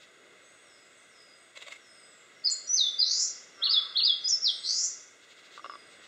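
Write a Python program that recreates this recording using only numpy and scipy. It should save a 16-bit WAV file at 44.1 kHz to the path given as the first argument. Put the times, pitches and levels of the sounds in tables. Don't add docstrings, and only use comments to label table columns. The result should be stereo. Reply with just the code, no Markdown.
import sys
import numpy as np
from scipy import signal
from scipy.fft import rfft, irfft, next_fast_len
from scipy.io import wavfile
from scipy.ndimage import uniform_filter1d

SR = 44100
rng = np.random.default_rng(int(sys.argv[2]) if len(sys.argv) > 2 else 0)


def wav_record(signal):
    frames = np.transpose(np.atleast_2d(signal))
    bounded = np.clip(frames, -1, 1)
    quanta = np.round(bounded * 32767).astype(np.int16)
    wavfile.write(sys.argv[1], SR, quanta)


N = 267687
T = np.arange(N) / SR


def from_db(db):
    return 10 ** (np.asarray(db) / 20)


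def rms_one(x):
    return x / np.sqrt(np.mean(x ** 2) + 1e-20)


def in_time(rows, t):
    s, *columns = np.transpose(rows)
    return [np.interp(t, np.sort(s), column) for column in columns]


def gain_at(spectrum, hz):
    f, db = np.transpose(spectrum)
    inside = np.clip(hz, f[0], f[-1])
    octaves_outside = np.abs(np.log2((hz + 1) / inside))
    return from_db(np.interp(np.log(inside), np.log(f), db) - 60 * octaves_outside)


def noise(spectrum):
    size = next_fast_len(N)
    bins_hz = np.arange(size // 2 + 1) * SR / size
    white = rfft(rng.standard_normal(size))
    return rms_one(irfft(white * gain_at(spectrum, bins_hz), size)[:N])


def drift(t, rate):
    knots = np.arange(0, N / SR + 1, 1 / rate)
    return np.interp(t, knots, rng.standard_normal(len(knots)))


def turn(hz):
    return 2 * np.pi * np.cumsum(hz) / SR


def stretch(start, length):
    span = (T > start) & (T < start + length)
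    return span, T[span] - start


def gate(t, length, attack_s, release_s):
    ramp = np.minimum(t / attack_s, (length - t) / release_s)
    return np.sin(np.pi / 2 * np.clip(ramp, 0, 1)) ** 2


def swells(rows):
    envelope = 0
    for s, db, half in rows:
        envelope = envelope + from_db(db) * np.exp(-.5 * np.minimum(((T - s) / half) ** 2, 100))
    return envelope


def wood(x, leaves_db, leaves_t60, trunks_db, trunks_t60):
    t = T[:SR]
    sparse = rng.standard_normal(SR) * (rng.random(SR) < 1500 / SR) * (t > .002)
    leaves = sparse * from_db(-60 * t / leaves_t60)
    trunks = rng.standard_normal(SR) * (1 - np.exp(-t / .014)) * from_db(-60 * t / trunks_t60)
    echoes = (from_db(leaves_db) * rms_one(leaves) + from_db(trunks_db) * rms_one(trunks)) / np.sqrt(SR)
    return x + signal.fftconvolve(x, echoes)[:N]


def syrinx(hz, overtone_db=-44):
    phase = turn(hz)
    passes = 1 / (1 + (hz / 4450) ** 20)
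    return np.sqrt(2) * (np.sin(phase) + from_db(overtone_db) * passes * np.sin(2 * phase))


RELEASE_S = .012
WHISTLE_ATTACK_S, WHISTLE_WAVER = .022, .004
SWELL_DB_PER_S = 78.5
SWEEP_LOSS_DB, FAST_SWEEP_HZ_PER_S = 4.5, 120000
# pitch_hz, level_db
THROAT = [(2600, -14), (2850, -12), (3100, -3), (3400, -1.5), (4250, 0), (4950, -1), (5350, -2.5),
          (6100, 0), (7100, -4), (7900, -14)]


def whistle(crest_s, lead_s, out_s, db, pitch):
    out = np.zeros(N)
    length = lead_s + out_s
    span, t = stretch(crest_s - lead_s, length)
    hz = uniform_filter1d(pitch(t - lead_s), size=180, mode="nearest")
    sweep = np.abs(np.gradient(hz)) * SR / FAST_SWEEP_HZ_PER_S
    level_db = db + SWELL_DB_PER_S * np.minimum(t - lead_s, 0) - SWEEP_LOSS_DB * sweep
    level = from_db(level_db) * gain_at(THROAT, hz) * gate(t, length, WHISTLE_ATTACK_S, RELEASE_S)
    out[span] = level * syrinx(hz * (1 + WHISTLE_WAVER * drift(t, rate=330)))
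    return out


HOOK_RISE_S, HOOK_FALL_S = .016, .018


def hook_pitch(opening_hz, crest_hz, closing_hz):
    def pitch(t):
        rise = opening_hz + (crest_hz - opening_hz) * np.exp(-(t / HOOK_RISE_S) ** 2)
        fall = closing_hz + (crest_hz - closing_hz) * np.exp(-(t / HOOK_FALL_S) ** 2)
        return np.where(t < 0, rise, fall)
    return pitch


# crest_s, lead_in_s, run_out_s, opening_hz, crest_hz, closing_hz, level_db
HOOKS = [(2.4544, .019, 0.046, 4040, 5054, 4233, -23), (3.001, .024, 0.043, 4520, 4965, 4000, -22),
         (3.647, 0.038, 0.042, 3110, 4407, 2740, -21.5), (3.98, 0.038, 0.045, 3080, 4404, 2668, -20.5)]


def hooks():
    return sum(whistle(s, lead, out, db, hook_pitch(*shape)) for s, lead, out, *shape, db in HOOKS)


def slur_pitch(opening_hz, crest_hz, floor_hz, climb_s, sink_s):
    def pitch(t):
        climb = opening_hz + (crest_hz - opening_hz) * np.exp(-np.abs(t) / climb_s)
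        sink = floor_hz + (crest_hz - floor_hz) / (1 + (t / sink_s) ** 2)
        return np.where(t < 0, climb, sink)
    return pitch


# crest_s, lead_in_s, run_out_s, opening_hz, crest_hz, floor_hz, climb_s, sink_halfway_s, level_db
SLURS = [(2.505, 0.016, 0.027, 4010, 8010, 6610, 0.01, 0.011, -20.5),
         (2.7527, .087, 0.13, 5850, 6300, 3388, .0165, 0.023, -23.5),
         (3.7168, 0.046, 0.079, 3770, 5208, 3298, .029, .015, -22),
         (4.055, 0.048, 0.079, 3647, 5060, 3227, .035, .015, -21.5),
         (4.286, 0.051, 0.0854, 4967, 7100, 5194, 0.0042, 0.013, -23.5),
         (4.433, .018, 0.0846, 5550, 5570, 2404, 0.023, .04, -22.5)]


def slurs():
    return sum(whistle(s, lead, out, db, slur_pitch(*shape)) for s, lead, out, *shape, db in SLURS)


BUZZ_PER_S, BUZZ_UNEVENNESS = 173, .02
BUZZ_CREST_HZ, BUZZ_OPENING_HZ, BUZZ_OPEN_S = 7700, 4600, .092
BUZZ_TROUGH_BEND = 1.3
BUZZ_SAG_HZ = 550
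BUZZ_ATTACK_S, BUZZ_RELEASE_S, BUZZ_FADE_DB = .038, .1, 19
BUZZ_SWELL_DB, BUZZ_WOBBLE_DB = 6.5, 2.2
# start_s, length_s, first_trough_hz, last_trough_hz, level_db
BUZZES = [(3.02, .303, 3855, 6240, -29.6), (4.624, .314, 4000, 6640, -30.8)]


def buzzes(first_dip_db=11, last_dip_db=-1, dwell=1.3, rise_dip_db=5.7, sweep_dip_db=3):
    out = np.zeros(N)
    for start, length, first_hz, last_hz, db in BUZZES:
        span, t = stretch(start, length)
        along = t / length
        dying = np.maximum(1 - (length - t) / BUZZ_RELEASE_S, 0)
        trough_hz = first_hz + (last_hz - first_hz) * along ** BUZZ_TROUGH_BEND
        crest_hz = BUZZ_CREST_HZ + (BUZZ_OPENING_HZ - BUZZ_CREST_HZ) * np.exp(-t / BUZZ_OPEN_S)
        cycle = turn(BUZZ_PER_S * (1 + BUZZ_UNEVENNESS * drift(t, rate=73)))
        lift = (.5 + .5 * np.sin(cycle)) ** dwell
        hz = trough_hz + (crest_hz - trough_hz) * lift - BUZZ_SAG_HZ * dying
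        crest_dip_db = first_dip_db + (last_dip_db - first_dip_db) * along
        swing_db = -crest_dip_db * (lift - .5) - rise_dip_db * np.cos(cycle) - sweep_dip_db * np.cos(cycle) ** 2
        level_db = db + BUZZ_SWELL_DB * (along - .5) - BUZZ_FADE_DB * dying
        level_db = level_db + BUZZ_WOBBLE_DB * drift(t, rate=140)
        out[span] += gate(t, length, BUZZ_ATTACK_S, RELEASE_S) * from_db(level_db + swing_db) * syrinx(hz)
    return out


# centre_s, level_db, half_length_s
FLUTTER = [(1.575, -37, 0.0027), (1.626, -38, 0.0041), (1.684, -35.5, 0.0019), (1.725, -37.5, 0.0045),
           (1.761, -51, .005)]
# frequency_hz, relative level_db
FLUTTER_COLOUR = [(300, -43), (580, 5), (800, -18), (1100, -4), (1600, -6), (2200, 10), (2700, 2),
                  (3400, 2.5), (5000, -12), (5700, -17), (7600, -9.5), (10000, -34), (15000, -36)]
BRUSH_LEAD_S, BRUSH_HALF_S, BRUSH_DB = .011, .0066, -7.5


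def flutter():
    brushes = swells([(s - BRUSH_LEAD_S, db + BRUSH_DB, BRUSH_HALF_S) for s, db, _ in FLUTTER])
    return np.hypot(swells(FLUTTER), brushes) * noise(FLUTTER_COLOUR)


# start_s, relative level_db
TICKS = [(5.5772, -31), (5.5944, -36.5), (5.6441, -27), (5.6534, -30), (5.6604, -27.5), (5.697, -29),
         (5.7114, -37), (5.7204, -37), (5.7369, -37), (5.7474, -42), (5.7543, -33.5)]
# frequency_hz, relative level_db, t60_s
TICK_MODES = [(567, -0.5, 0.014), (1166, -3, 0.049), (1314, -7, 0.017), (2850, -11.5, 0.016),
              (3450, -17, 0.016)]


def ticks(level_db=-1.0, detune=.02, spread_db=3.0, thin_hz=850, soft_hz=4500):
    out, t = np.zeros(N), T[:SR // 10]
    for s, db in TICKS:
        at = round(s * SR)
        for hz, mode_db, t60 in TICK_MODES:
            start_db = level_db + db + mode_db + spread_db * rng.normal()
            ring_hz = hz * (1 + detune * rng.normal())
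            out[at:at + len(t)] += from_db(start_db - 60 * t / t60) * np.sin(2 * np.pi * ring_hz * t)
    band = signal.butter(3, [thin_hz, soft_hz], "band", fs=SR, output="sos")
    return signal.sosfilt(band, out)


# centre_s, level_db
RUSTLES = [(.03, -54.5), (5.24, -57), (5.315, -53.5), (5.39, -54.5), (5.46, -54.5), (5.53, -54.5),
           (5.569, -52), (5.93, -56), (6.045, -54)]
# frequency_hz, relative level_db
RUSTLE_COLOUR = [(800, -35), (2000, 4.5), (3700, 4.5), (5500, -7), (7500, -7), (10000, -43), (15000, -28.5)]


def rustles(half_length_s=.018):
    return swells([(s, db, half_length_s) for s, db in RUSTLES]) * noise(RUSTLE_COLOUR)


def thin_call(start, length, db, pitch, waver=.009):
    out = np.zeros(N)
    span, t = stretch(start, length)
    swell = np.sqrt(np.abs(np.sin(np.pi * t / length)))
    hz = pitch(t) * (1 + waver * drift(t, rate=97))
    out[span] = from_db(db) * swell * np.sin(turn(hz))
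    return out


SLIDE_FROM_HZ, SLIDE_TO_HZ = 8780, 7180
# start_s, length_s, level_db
SLIDES = [(0.444, 0.52, -70.5), (1.851, 0.39, -64), (4.466, .31, -58.5), (5.674, 0.54, -70)]


def slides():
    out = np.zeros(N)
    for s, length, db in SLIDES:
        out += thin_call(s, length, db, lambda t: SLIDE_FROM_HZ + (SLIDE_TO_HZ - SLIDE_FROM_HZ) * t / length)
    return out


# start_s, length_s, final_hz, settling_s, level_db
DROPS = [(.628, .19, 4750, .085, -68.5), (.925, 0.12, 5460, .11, -75), (1.089, 0.25, 4904, .04, -64),
         (1.776, .3, 5050, .046, -64.5), (2.326, .16, 4700, 0.12, -68), (3.514, .17, 4810, .08, -60.5),
         (4.207, 0.055, 4910, .075, -56), (5.589, .22, 4830, 0.057, -61.5)]


def drops(depth_hz=1200):
    out = np.zeros(N)
    for s, length, hz, settle_s, db in DROPS:
        out += thin_call(s, length, db, lambda t: hz + depth_hz * np.exp(-t / settle_s))
    return out


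# start_s, middle pitch_hz, level_db
CHIPS = [(.404, 7920, -65), (.43, 6530, -68.5), (.91, 8080, -66), (.925, 6380, -80), (1.14, 8100, -71.5),
         (1.334, 8130, -66.5), (1.642, 7930, -66.5), (4.57, 7930, -56), (4.575, 6700, -59.5)]


def chips(length_s=.11, rise_hz=380):
    out = np.zeros(N)
    for s, hz, db in CHIPS:
        out += thin_call(s, length_s, db, lambda t: hz + rise_hz * (t / length_s - .5))
    return out


def sounding(contour):
    span = (T >= contour[0][0]) & (T <= contour[-1][0])
    fade = signal.windows.tukey(span.sum(), .05)
    columns = [uniform_filter1d(c, size=220, mode="nearest") for c in in_time(contour, T[span])]
    return span, fade, columns


# time_s, pitch_hz, level_db
CAW = [(3.54, 198.5, -70), (3.61, 194.5, -53), (3.68, 188.1, -53.5), (3.75, 183.3, -55.5), (3.82, 166, -59),
       (3.89, 157.3, -59), (3.95, 148.5, -72)]
# frequency_hz, relative level_db
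CROW_THROAT = [(400, -16.5), (800, -34.5), (1000, -20), (1250, -3), (1600, -10.5), (2100, -13.5),
               (2800, -18), (3600, -49)]


def crow(rough=.002, count=18):
    out = np.zeros(N)
    span, fade, (hz, db) = sounding(CAW)
    phase = turn(hz * (1 + rough * drift(T[span], rate=120)))
    harmonics = sum(gain_at(CROW_THROAT, k * hz) * np.sin(k * phase) for k in range(2, count))
    out[span] = fade * from_db(db) * rms_one(harmonics)
    return out


# frequency_hz, relative level_db per Hz
HUSH = [(25, -28), (50, -24), (110, -10.5), (240, -8), (430, -3), (620, -1.5), (900, -14), (1350, -1),
        (1700, -1.5), (2050, 4), (2700, -4.5), (3450, -3.5), (4200, -13), (6000, -18)]
# time_s, level_db
HUSH_DB = [(0, -56), (1.5, -57), (2.3, -55.5), (3.1, -54.5), (4.7, -54), (5.2, -57), (6.07, -52.5)]


def hush(sway_db=.34):
    return from_db(in_time(HUSH_DB, T)[0] + sway_db * drift(T, rate=16)) * noise(HUSH)


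# frequency_hz, relative level_db per Hz
HISS = [(5000, -45), (6200, -16.5), (6800, 1), (7150, -10.5), (7900, -5.5), (8600, -9.5), (9800, -21.5),
        (15500, -33), (17000, -39)]


def hiss(level_db=-69):
    return from_db(level_db) * noise(HISS)


# centre_s, level_db, half_length_s
RUMBLES = [(.27, -67.5, 0.11), (3.6, -69.5, 0.067), (5.7, -66, 0.086)]
# frequency_hz, relative level_db per Hz
RUMBLE = [(150, -29.5), (300, -1), (400, 3), (550, -4), (900, -30)]


def rumble(floor_db=-74.5):
    return (from_db(floor_db) + swells(RUMBLES)) * noise(RUMBLE)


def scene(song_db=-2.17):
    warbler = from_db(song_db) * (hooks() + slurs() + buzzes())
    song = wood(warbler, leaves_db=.5, leaves_t60=.13, trunks_db=-6, trunks_t60=.56)
    place = from_db([[-.55], [.55]])
    near = wood(flutter(), leaves_db=-7, leaves_t60=.23, trunks_db=-11.5, trunks_t60=.22) + ticks() + rustles()
    thin_calls = slides() + drops() + chips()
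    small_birds = wood(thin_calls, leaves_db=-5.5, leaves_t60=.11, trunks_db=5, trunks_t60=.68)
    caw = wood(crow(), leaves_db=1, leaves_t60=.22, trunks_db=4, trunks_t60=1.4)
    air = hush() + hiss() + rumble()
    return song * place + near + small_birds + caw + air


# frequency_hz, width_hz
NOTCHES = [(1795, 180), (2370, 336), (3070, 310)]


def record(dry, cutoff_hz=15750):
    for hz, width in NOTCHES:
        dry = signal.lfilter(*signal.iirnotch(hz, hz / width, fs=SR), dry)
    return signal.sosfilt(signal.ellip(12, .1, 80, cutoff_hz, fs=SR, output="sos"), dry)


dry = scene()
out = record(dry)
wav_record(out)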